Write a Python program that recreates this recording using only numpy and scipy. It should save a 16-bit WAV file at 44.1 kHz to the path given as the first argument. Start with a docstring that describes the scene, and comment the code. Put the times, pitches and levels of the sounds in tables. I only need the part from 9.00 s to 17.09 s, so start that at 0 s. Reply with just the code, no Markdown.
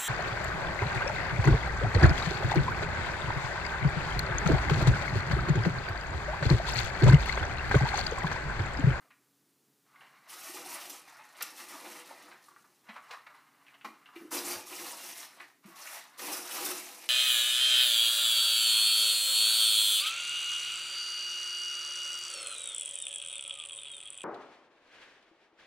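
"""In a small room, hands dig through a cardboard box of foam packing peanuts and handle a little carton.
Foam pieces crackle and squeak past each other, rub on the cardboard and patter on the box walls: random
stick-slip clicks, filtered into each material and made louder or softer by the hand movements.
Slides, scuffs, taps, foam rustles and soft bumps come in between, from ringing filters and shaped noise.
A faint fan hum of wavering sine tones lies under it, with filtered noise for the air."""
import sys
import numpy as np
from scipy import signal
from scipy.fft import rfft, irfft
from scipy.io import wavfile
from scipy.ndimage import uniform_filter1d

SR = 44100
rng = np.random.default_rng(int(sys.argv[2]) if len(sys.argv) > 2 else 0)


def generate_wav(signal):
    """Clip the signal to [-1, 1] and save it as 16-bit WAV at the path in sys.argv[1]."""
    frames = np.transpose(np.atleast_2d(signal))
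    scaled = np.clip(frames, -1, 1) * 32767
    pcm = np.round(scaled).astype(np.int16)
    wavfile.write(sys.argv[1], SR, pcm)


N = 356769
T = np.arange(N) / SR  # time in seconds

# tone colour of foam: pitch_hz [Hz], level_db [dB]
FOAM_COLOUR = [(200, -40), (500, -9), (1500, -25), (2600, -2), (3300, -4.5), (4500, -3), (5600, 2.5),
               (6050, 2), (6650, -1), (8600, 0.5), (10000, 3), (11500, 0.5), (13500, 3), (15500, -5)]
# tone colour of cardboard: pitch_hz [Hz], level_db [dB]
CARDBOARD_COLOUR = [(150, -37.5), (450, -2), (650, 1), (900, -1.5), (1250, -0.5), (1600, -4.5), (1950, 0),
                    (2800, -4.5), (3300, -9), (4000, -3), (4600, -5.5), (7000, -9.5), (15000, -28)]
# ringing pitches of the small carton: pitch_hz [Hz], width_hz [Hz], level_db [dB]
CARTON_MODES = [(906, 57, -11), (1173, 220, 3.5), (1514, 270, 0), (1994, 106, -6.5), (2754, 200, -7.5)]


def undb(db):
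    """Turn decibels into gain."""
    return 10 ** (np.asarray(db) / 20)


def unit(x):
    """Scale to an rms (average strength) of 1."""
    return x / np.sqrt(np.mean(x ** 2))


def add(out, start_s, sound):
    """Mix a sound in at a start time."""
    start = max(int(start_s * SR), 0)
    out[start:start + len(sound)] += sound[:N - start]


def colour(x, points):
    """Filter through (Hz, dB) points; folding the cepstrum makes the filter act only after its input."""
    hz, db = np.transpose(points)
    freq = np.maximum(np.fft.rfftfreq(4096, 1 / SR), 1)
    curve_db = np.interp(np.log(freq), np.log(hz), db)
    cepstrum = irfft(np.log(undb(curve_db)))
    cepstrum[1:] *= 2
    cepstrum[len(cepstrum) // 2:] = 0
    response = irfft(np.exp(rfft(cepstrum)))
    return signal.fftconvolve(x, response)[:len(x)]


def resonance(x, hz, width_hz):
    """Ring at one pitch, with gain 1 at the centre; a narrower width rings longer."""
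    return signal.lfilter(*signal.iirpeak(hz, hz / width_hz, fs=SR), x)


def flutter(rate):
    """Smooth random wandering with a spread near 1; rate is in new values per second."""
    steps = rng.standard_normal(N // 20)
    return np.interp(T * rate, np.arange(len(steps)), steps)


def slips(rate, spread_db, size, shiver_s=0.011, click_db=-4):
    """Stick-slip clicks at random moments, most small and a few large; each leaves a brief noisy shiver."""
    happens = rng.random(size) < rate / SR  # rate is in slips per second
    strength = undb(spread_db * np.minimum(rng.exponential(size=size), 4))
    clicks = happens * strength * rng.choice([-1, 1], size) / np.sqrt(rate)
    energy = signal.lfilter([1], [1, -np.exp(-1 / (shiver_s * SR))], clicks ** 2)
    shiver = np.sqrt(energy) * rng.standard_normal(size)
    return unit(undb(click_db) * unit(clicks) + unit(shiver))


def patchy(x, depth_db):
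    """Each piece that comes into play rings at its own pitches for a moment: random patches of loudness."""
    spectrum = signal.stft(x, nperseg=512)[2]
    patches = rng.standard_normal(spectrum.shape)
    patches = uniform_filter1d(patches, size=6, axis=0)  # smooth across pitch
    patches = uniform_filter1d(patches, size=3, axis=1)  # smooth across time
    return signal.istft(spectrum * undb(depth_db * unit(patches)))[1][:len(x)]


def stroke(t, rise_s, t60):
    """Loudness of a contact that builds up quickly, then falls by 60 dB in t60 seconds."""
    return np.minimum(t / rise_s, 1) * np.exp(-np.log(1000) * np.maximum(t - rise_s, 0) / t60)


def moves(rows, attack_s, release_s, arch_db):
    """Gain of hand movements: each takes hold, runs on with its middle arched or dipped, then settles."""
    power = np.zeros(N)
    for start_s, length_s, swell_db, level_db in rows:
        t = T[:int((length_s + release_s) * SR)]
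        way = np.minimum(t / length_s, 1)  # 0 at the start of the movement, 1 at its end
        arch = arch_db * (np.sin(np.pi * way) - .5)
        hold = undb(level_db + swell_db * (way - .5) + arch)
        attack = np.minimum(t / attack_s, 1)
        settle = np.exp(-np.log(1000) * np.maximum(t - length_s, 0) / release_s)
        add(power, start_s, (attack * hold * settle) ** 2)
    return np.sqrt(power) + 1e-9


def sliding():
    """Gain of hands and cartons sliding over bare cardboard, dipping in the middle of each slide."""
    # slides: start_s [s], length_s [s], swell_db from start to end [dB],
    # level_db before the swell and dip [dB]
    slide_rows = [(0.0, 0.13, -11, -71.5), (0.85, 0.17, 6, -66), (1.02, 0.26, 2, -63.5),
                  (3.835, 0.11, 1, -60.5), (4.02, 0.094, 2.5, -55.5), (4.33, 0.36, -9.5, -65),
                  (4.685, 0.15, -5, -64), (4.92, 0.29, 3.5, -64), (6.625, 0.064, 1, -58),
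                  (7.03, 0.12, 2, -60)]
    return moves(slide_rows, attack_s=0.021, release_s=0.57, arch_db=-6.0)


def digging(column, attack_s, release_s, arch_db):
    """Gain that the hand's sweeps give to one of their sounds: "crackle", "rubbing" or "wall"."""
    # sweeps through the filling: start_s [s], length_s [s], swell_db from start to end [dB],
    # crackle_db, rubbing_db and wall_db before the swell, arch and trims [dB]
    sweeps = [(1.275, 0.17, 0.5, -51, -56, -67.5), (1.423, 0.069, 3, -48.5, -53, -66),
              (1.528, 0.05, 0.5, -46, -51.5, -52), (1.632, 0.061, -6, -50, -50, -55),
              (1.683, 0.064, 2.5, -46, -49, -62), (1.781, 0.17, -0.5, -50.5, -52, -61.5),
              (2.044, 0.38, -4, -65, -58, -83), (2.355, 0.2, -2.5, -56, -57, -64),
              (2.55, 0.089, -1, -50.5, -54, -62), (2.674, 0.32, -1.5, -52, -51.5, -57),
              (3.039, 0.3, -5.5, -60.5, -56.5, -63.5), (3.402, 0.48, -12, -72, -74.5, -77.5),
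              (5.304, 0.049, 5, -39.5, -42, -42.5), (5.422, 0.09, 9.5, -41.5, -46.5, -47.5),
              (5.651, 0.25, 3.5, -46, -51.5, -56), (5.925, .17, 6, -48, -55.5, -62.5),
              (6.14, 0.086, -1, -48.5, -54, -65), (6.293, 0.12, 8.5, -65, -61.5, -70),
              (6.746, .21, 7, -49.5, -51.5, -74.5), (7.173, 0.08, 0.5, -43.5, -49.5, -52),
              (7.248, 0.13, 0, -42, -46.5, -50), (7.406, 0.12, 6, -47.5, -50, -75),
              (7.506, 0.21, 0, -40.5, -44.5, -48), (7.735, 0.33, -6.5, -50, -55, -63)]
    place = {"crackle": 3, "rubbing": 4, "wall": 5}[column]
    rows = [(*sweep[:3], sweep[place]) for sweep in sweeps]
    return moves(rows, attack_s, release_s, arch_db)


def stirring(nudge_db=-13):
    """How hard the foam is stirred: by the sweeps, and faintly by every slide."""
    sweeps = digging("crackle", attack_s=0.02, release_s=0.4, arch_db=-0.5)
    return np.hypot(sweeps, undb(nudge_db) * sliding())


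def lumps(rate, catch_db, settle_s):
    """Uneven heap: now and then a clump catches the hand, gives way and settles; a gain with rms 1."""
    catches = (rng.random(N) < rate / SR) * rng.exponential(size=N)  # rate is in catches per second
    surges = signal.lfilter([1], [1, -np.exp(-1 / (settle_s * SR))], catches)
    return unit(np.sqrt(1 + undb(catch_db) ** 2 * surges))


def background(air_db=-71.27, hum_db=-2, waver_db=3):
    """Still air as filtered noise, with a faint fan hum of sine tones that waver in loudness."""
    # tone colour of the air: pitch_hz [Hz], level_db [dB]
    air_colour = [(30, -17), (75, -19.5), (130, -7.5), (200, -4.5), (300, -3.5), (420, -7.5), (550, -14.5),
                  (1200, -15), (2500, -19), (6000, -17.5), (11000, -17.5), (15000, -18.5)]
    # fan hum: pitch_hz [Hz], level_db before the wavering and the trim hum_db [dB]
    hum_tones = [(130, -89), (140, -87), (280, -81.5), (420, -87)]
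    hum = np.zeros(N)
    for hz, db in hum_tones:
        hum += undb(db + waver_db * flutter(2.8)) * np.sin(2 * np.pi * hz * T)
    air = unit(colour(rng.standard_normal(N), air_colour)) * undb(air_db)
    return air + np.sqrt(2) * undb(hum_db) * hum


def room(x, wet_db=-7, t60=0.32, damp_hz=6000, low_hz=250, size=2048):
    """The dull, short tail of a small room: fading noise echoes whose pattern keeps changing."""
    t, wet = T[:SR // 3], np.zeros(N)
    # overlapping slices of sound, each with its own random tail
    window = signal.windows.cosine(2 * size)
    for start in range(0, N - 2 * size, size):
        noise = rng.standard_normal(len(t))
        tail = signal.lfilter(*signal.butter(1, damp_hz, fs=SR), noise) * stroke(t, 0.003, t60)
        piece = x[start:start + 2 * size] * window
        add(wet, start / SR, signal.fftconvolve(piece, tail / np.linalg.norm(tail)))
    wet = signal.lfilter(*signal.butter(1, low_hz, "highpass", fs=SR), wet)  # light walls soak up the bass
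    return (x + undb(wet_db) * wet) / np.hypot(1, undb(wet_db))


def bumps(rise_s=0.00777, breadth=0.41, rattle_db=-4, level_db=-2):
    """A soft blow swings one panel of the box, and the loose filling shudders with it."""
    # bumps: start_s [s], level_db before the trim level_db [dB], pitch_hz [Hz], fade_s [s]
    bump_rows = [(1.491,-49.5,325,0.1), (1.543,-52,355,0.084), (1.918,-57,290,0.083),
                 (3.891,-51.5,220,0.15), (4.844,-51.5,325,0.28), (4.849,-53,226,0.17),
                 (5.161,-49.5,334,0.4), (5.214,-44,295,0.14), (5.252,-45,315,0.1), (5.447,-42,302,0.08),
                 (5.559,-54,99,0.14), (6.653,-45,195,0.081), (6.68,-50.5,330,0.08), (7.646,-42.5,367,0.22)]
    out, t = np.zeros(N), T[:SR // 2]
    for start_s, db, hz, fade_s in bump_rows:
        shudder = rng.standard_normal(len(t))
        shudder = unit(resonance(resonance(shudder, hz, breadth * hz), hz, breadth * hz))
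        panel = np.sqrt(2) * np.sin(2 * np.pi * hz * t)
        bump = (panel + undb(rattle_db) * shudder) * stroke(t, rise_s, fade_s)
        add(out, start_s - rise_s / 2, bump * undb(db + level_db))
    return out


def carton(rate=1500, spread_db=3, jerk_db=4.5, level_db=-1):
    """Sliding makes the small carton sing: friction clicks ring its modes in a narrow, hollow hiss."""
    friction = slips(rate, spread_db, size=N)
    ring = sum(undb(db) * resonance(friction, hz, width) for hz, width, db in CARTON_MODES)
    song = unit(colour(ring, CARDBOARD_COLOUR))
    return song * undb(jerk_db * flutter(40)) * sliding() * undb(level_db)


def taps(focus_db=9, chatter_db=1, chatter_s=0.055, detune=0.025, level_db=1):
    """A fingertip or loose piece hits the carton and chatters; the struck spot favours some of its modes."""
    # dry taps: start_s [s], peak_db before the trim level_db [dB], pitch_hz favoured by the spot [Hz]
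    tap_rows = [(0.944,-54.5,1130), (0.959,-47,2010), (1.009,-44.5,2600), (1.069,-49,2320), (2.194,-46,885),
                (3.316,-45,2220), (3.484,-45.5,1080), (3.516,-53,1210), (3.563,-44.5,1510),
                (3.643,-52.5,1300), (4.667,-46,2700), (4.742,-46,2730), (4.812,-43,2440), (4.846,-36,990),
                (5.059,-43,2730), (5.089,-45.5,1200)]
    out, t = np.zeros(N), T[:SR // 8]
    for start_s, db, spot_hz in tap_rows:
        chatter = rng.standard_normal(len(t)) * stroke(t, 0.0036, chatter_s)
        contact = signal.unit_impulse(len(t)) + undb(chatter_db) * chatter / np.linalg.norm(chatter)
        ring = np.zeros(len(t))
        for hz, width, mode_db in CARTON_MODES:
            gain = undb(mode_db - focus_db * abs(np.log2(hz / spot_hz))) / np.sqrt(width)
            detuned_hz = hz * (1 + detune * rng.standard_normal())
            ring += gain * resonance(contact, detuned_hz, width)
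        tap = resonance(ring, spot_hz, spot_hz / 2)  # a soft contact, with no hard edge
        top_hz = np.clip(2 * spot_hz, 500, 9000)
        tap = signal.sosfilt(signal.butter(2, top_hz, fs=SR, output="sos"), tap)
        add(out, start_s, tap / np.abs(tap).max() * undb(db + level_db))
    return out


def scuffs(rate=3000, spread_db=2, rise_s=.007, fade_s=0.077, board_db=-12, patchy_db=2.0, level_db=0):
    """Short bursts of friction; the touched spot sets the pitch, and the whole board sounds faintly too."""
    # fingers and cartons scuffing cardboard: start_s [s], level_db [dB], pitch_hz [Hz],
    # breadth [width as a share of the pitch]
    scuff_rows = [(0.046,-59,750,1.2), (0.105,-54.5,1700,1.2), (1.015,-49.5,1090,1.8), (1.568,-44,1590,1.5),
                  (1.655,-44,840,.4), (1.785,-47,1180,0.6), (2.208,-55,920,0.29), (2.408,-34,2200,2.3),
                  (3.106,-45.5,730,0.72), (3.28,-50,950,1.2), (3.322,-51,1600,0.13), (3.889,-39,1500,1.7),
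                  (3.96,-40,1260,1.5), (4.109,-38.5,1600,3.3), (4.133,-38,1210,0.76),
                  (4.266,-45.5,1540,1.4), (4.3,-47.5,1150,0.87), (4.68,-57,2300,0.8),
                  (4.847,-39.5,1290,3.8), (5.159,-48,2400,1.25), (5.315,-36,1150,0.84),
                  (5.724,-39.5,2580,0.26), (5.785,-42,2050,.25), (5.932,-42.5,950,0.64),
                  (6.401,-40.5,1680,1.3), (6.44,-54,1780,0.44), (6.64,-56,1490,1.7), (6.87,-41.5,2270,0.6),
                  (7.192,-39,1430,7.6), (7.28,-37,830,0.47)]
    out, t = np.zeros(N), T[:SR // 3]
    for start_s, db, hz, breadth in scuff_rows:
        friction = patchy(slips(rate, spread_db, size=len(t)), patchy_db)
        board = colour(friction, CARDBOARD_COLOUR)
        spot = resonance(resonance(board, hz, breadth * hz), hz, breadth * hz)
        burst = unit(unit(spot) + undb(board_db) * unit(board))
        add(out, start_s - rise_s / 2, burst * stroke(t, rise_s, fade_s) * undb(db + level_db))
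    return out


def foam_rustles(rate=4000, spread_db=2, patchy_db=3, level_db=0):
    """Foam rustles in a bright run of slips, as a jam lets go or, faintly, as a bump shakes the filling."""
    # foam pieces that jam and give way, and, in the faint rows (below -50 dB), loose filling
    # shaken by a bump: start_s [s], level_db [dB], rise_s [s], fade_s [s]
    rustle_rows = [(1.897,-37,0.0046,0.084), (2.424,-25.5,0.0061,0.025), (4.11,-59,0.0058,0.14),
                   (4.845,-57,0.0054,0.22), (5.154,-59.5,0.0034,0.63), (5.334,-41,0.033,0.15),
                   (6.657,-60,0.0042,0.91), (7.328,-34.5,0.008,0.1), (7.648,-31.5,0.0088,0.092),
                   (7.712,-34,0.0045,0.033)]
    out, t = np.zeros(N), T[:SR // 3]
    for start_s, db, rise_s, fade_s in rustle_rows:
        run = patchy(slips(rate, spread_db, size=len(t)), patchy_db)
        burst = unit(colour(run, FOAM_COLOUR))
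        add(out, start_s - rise_s / 2, burst * stroke(t, rise_s, fade_s) * undb(db + level_db))
    return out


def box_walls(rate=500, spread_db=3, low_hz=170, level_db=1):
    """The shifting heap patters on the box and rings its panels and cavity."""
    # ringing pitches of the big box: pitch_hz [Hz], width_hz [Hz], level_db [dB]
    box_modes = [(228, 34, -10.5), (298, 15, -4.5), (317, 19, 3), (352.7, 15.4, 6.5), (487, 19, 1),
                 (542, 11, -2.5), (658, 33, -4.5), (799, 31, -1.5)]
    patter = slips(rate, spread_db, size=N)
    ring = sum(undb(db) * resonance(patter, hz, width) for hz, width, db in box_modes)
    ring = signal.sosfilt(signal.butter(2, [low_hz, 1500], "bandpass", fs=SR, output="sos"), ring)
    return unit(ring) * digging("wall", attack_s=0.044, release_s=0.41, arch_db=2.0) * undb(level_db)


def rubbing(rate=900, spread_db=4.0, jerk_db=2.5, wander_db=3.0, focus_db=7, squeak_db=-8,
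            centre_hz=1400, slide_db=-6, level_db=-1):
    """Friction on cardboard, its colour wandering with the touched spot; single pieces squeak briefly."""
    sweeps = digging("rubbing", attack_s=0.037, release_s=0.45, arch_db=-0.5)
    force = np.hypot(sweeps, undb(slide_db) * sliding())
    alone = force / (force + stirring())  # one finger rings one spot; many peanuts ring them all
    rub = np.zeros(N)
    for hz in np.geomspace(650, 4400, 10):
        octaves_away = np.abs(np.log2(hz / centre_hz))
        emphasis_db = wander_db * flutter(18) - focus_db * alone * octaves_away
        friction = slips(rate, spread_db, size=N)
        band = resonance(resonance(friction, hz, hz / 2.9), hz, hz / 2.9)
        rub += band * undb(emphasis_db)
    rub = unit(colour(rub, CARDBOARD_COLOUR)) * undb(jerk_db * flutter(50))

    squeaks, t = np.zeros(N), T[:SR // 20]
    for when, pitch, size, glide in rng.random((600, 4)):
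        hz = 700 * 4.2 ** pitch * (1 + 3 * (glide - .5) * t)
        squeak = np.sin(2 * np.pi * hz * t) * stroke(t, 0.0021, 0.014)
        add(squeaks, when * T[-1], undb(5.2 * size) * squeak)
    squeaks = unit(colour(squeaks, CARDBOARD_COLOUR))
    return (rub + undb(squeak_db) * squeaks) * force * undb(level_db)


def foam_squeaks(count=620, slip_hz=700, glide=0.5, short_s=0.006, long_s=0.028, low_hz=1900,
                 high_hz=11000, breadth=0.17, spread_db=11, level_db=-7):
    """One piece drags across another: a short, gliding run of slips rings the piece at its own pitch."""
    out = np.zeros(N)
    for when, length, speed, bend, pitch, size in rng.random((count, 6)):
        way = np.linspace(0, 1, int(SR * (short_s + length * (long_s - short_s))))
        slip_rate = slip_hz * 2 ** (2 * speed - 1 + glide * (2 * bend - 1) * way)
        slip_count = np.floor(np.cumsum(slip_rate) / SR)
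        pulses = np.diff(slip_count, prepend=0) * np.sin(np.pi * way)
        pulses = np.pad(pulses, (0, SR // 200))  # room to ring on
        hz = min(low_hz * (high_hz / low_hz) ** pitch, SR / 3)
        ring = resonance(resonance(pulses, hz, breadth * hz), hz, hz / 2)
        squeak = ring / (ring.std() + np.finfo(float).eps)
        add(out, when * T[-1], squeak * undb(spread_db * size ** 2))
    return unit(colour(out, FOAM_COLOUR)) * stirring() * undb(level_db)


def peanuts(rate=1000, spread_db=2.5, jerk_db=0.55, patchy_db=1.0, gentle_db=-50, dull_hz=8000,
            level_db=-0.68):
    """Foam crackle: harder stirring gives more slips, gentle stirring duller ones."""
    stir = stirring()
    effort = np.clip(stir / undb(gentle_db), .2, 6)
    clicks = patchy(slips(rate * effort, spread_db, size=N), patchy_db)
    clicks = clicks * undb(jerk_db * flutter(70))
    soft = signal.lfilter(*signal.butter(1, dull_hz, fs=SR), clicks)
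    crispness = effort / (effort + 1)
    crackle = soft + crispness * (clicks - soft)
    return unit(colour(crackle, FOAM_COLOUR)) * stir * undb(level_db)


def scene():
    """All the handling sounds in the room over the background, the same on both channels."""
    heap = peanuts() + foam_squeaks() + rubbing() + box_walls()
    heap = heap * lumps(rate=26, catch_db=-5, settle_s=0.0096)
    handling = heap + carton() + scuffs() + taps() + foam_rustles() + bumps()
    mono = room(handling) + background()
    return np.array([mono, mono])


def record(dry, low_hz=95, top_hz=15500):
    """The microphone thins out the bass and the recorder cuts the top."""
    thin = signal.sosfilt(signal.butter(2, low_hz, "highpass", fs=SR, output="sos"), dry)
    return signal.sosfiltfilt(signal.ellip(10, .05, 50, top_hz, fs=SR, output="sos"), thin)


dry = scene()
out = record(dry)
generate_wav(out)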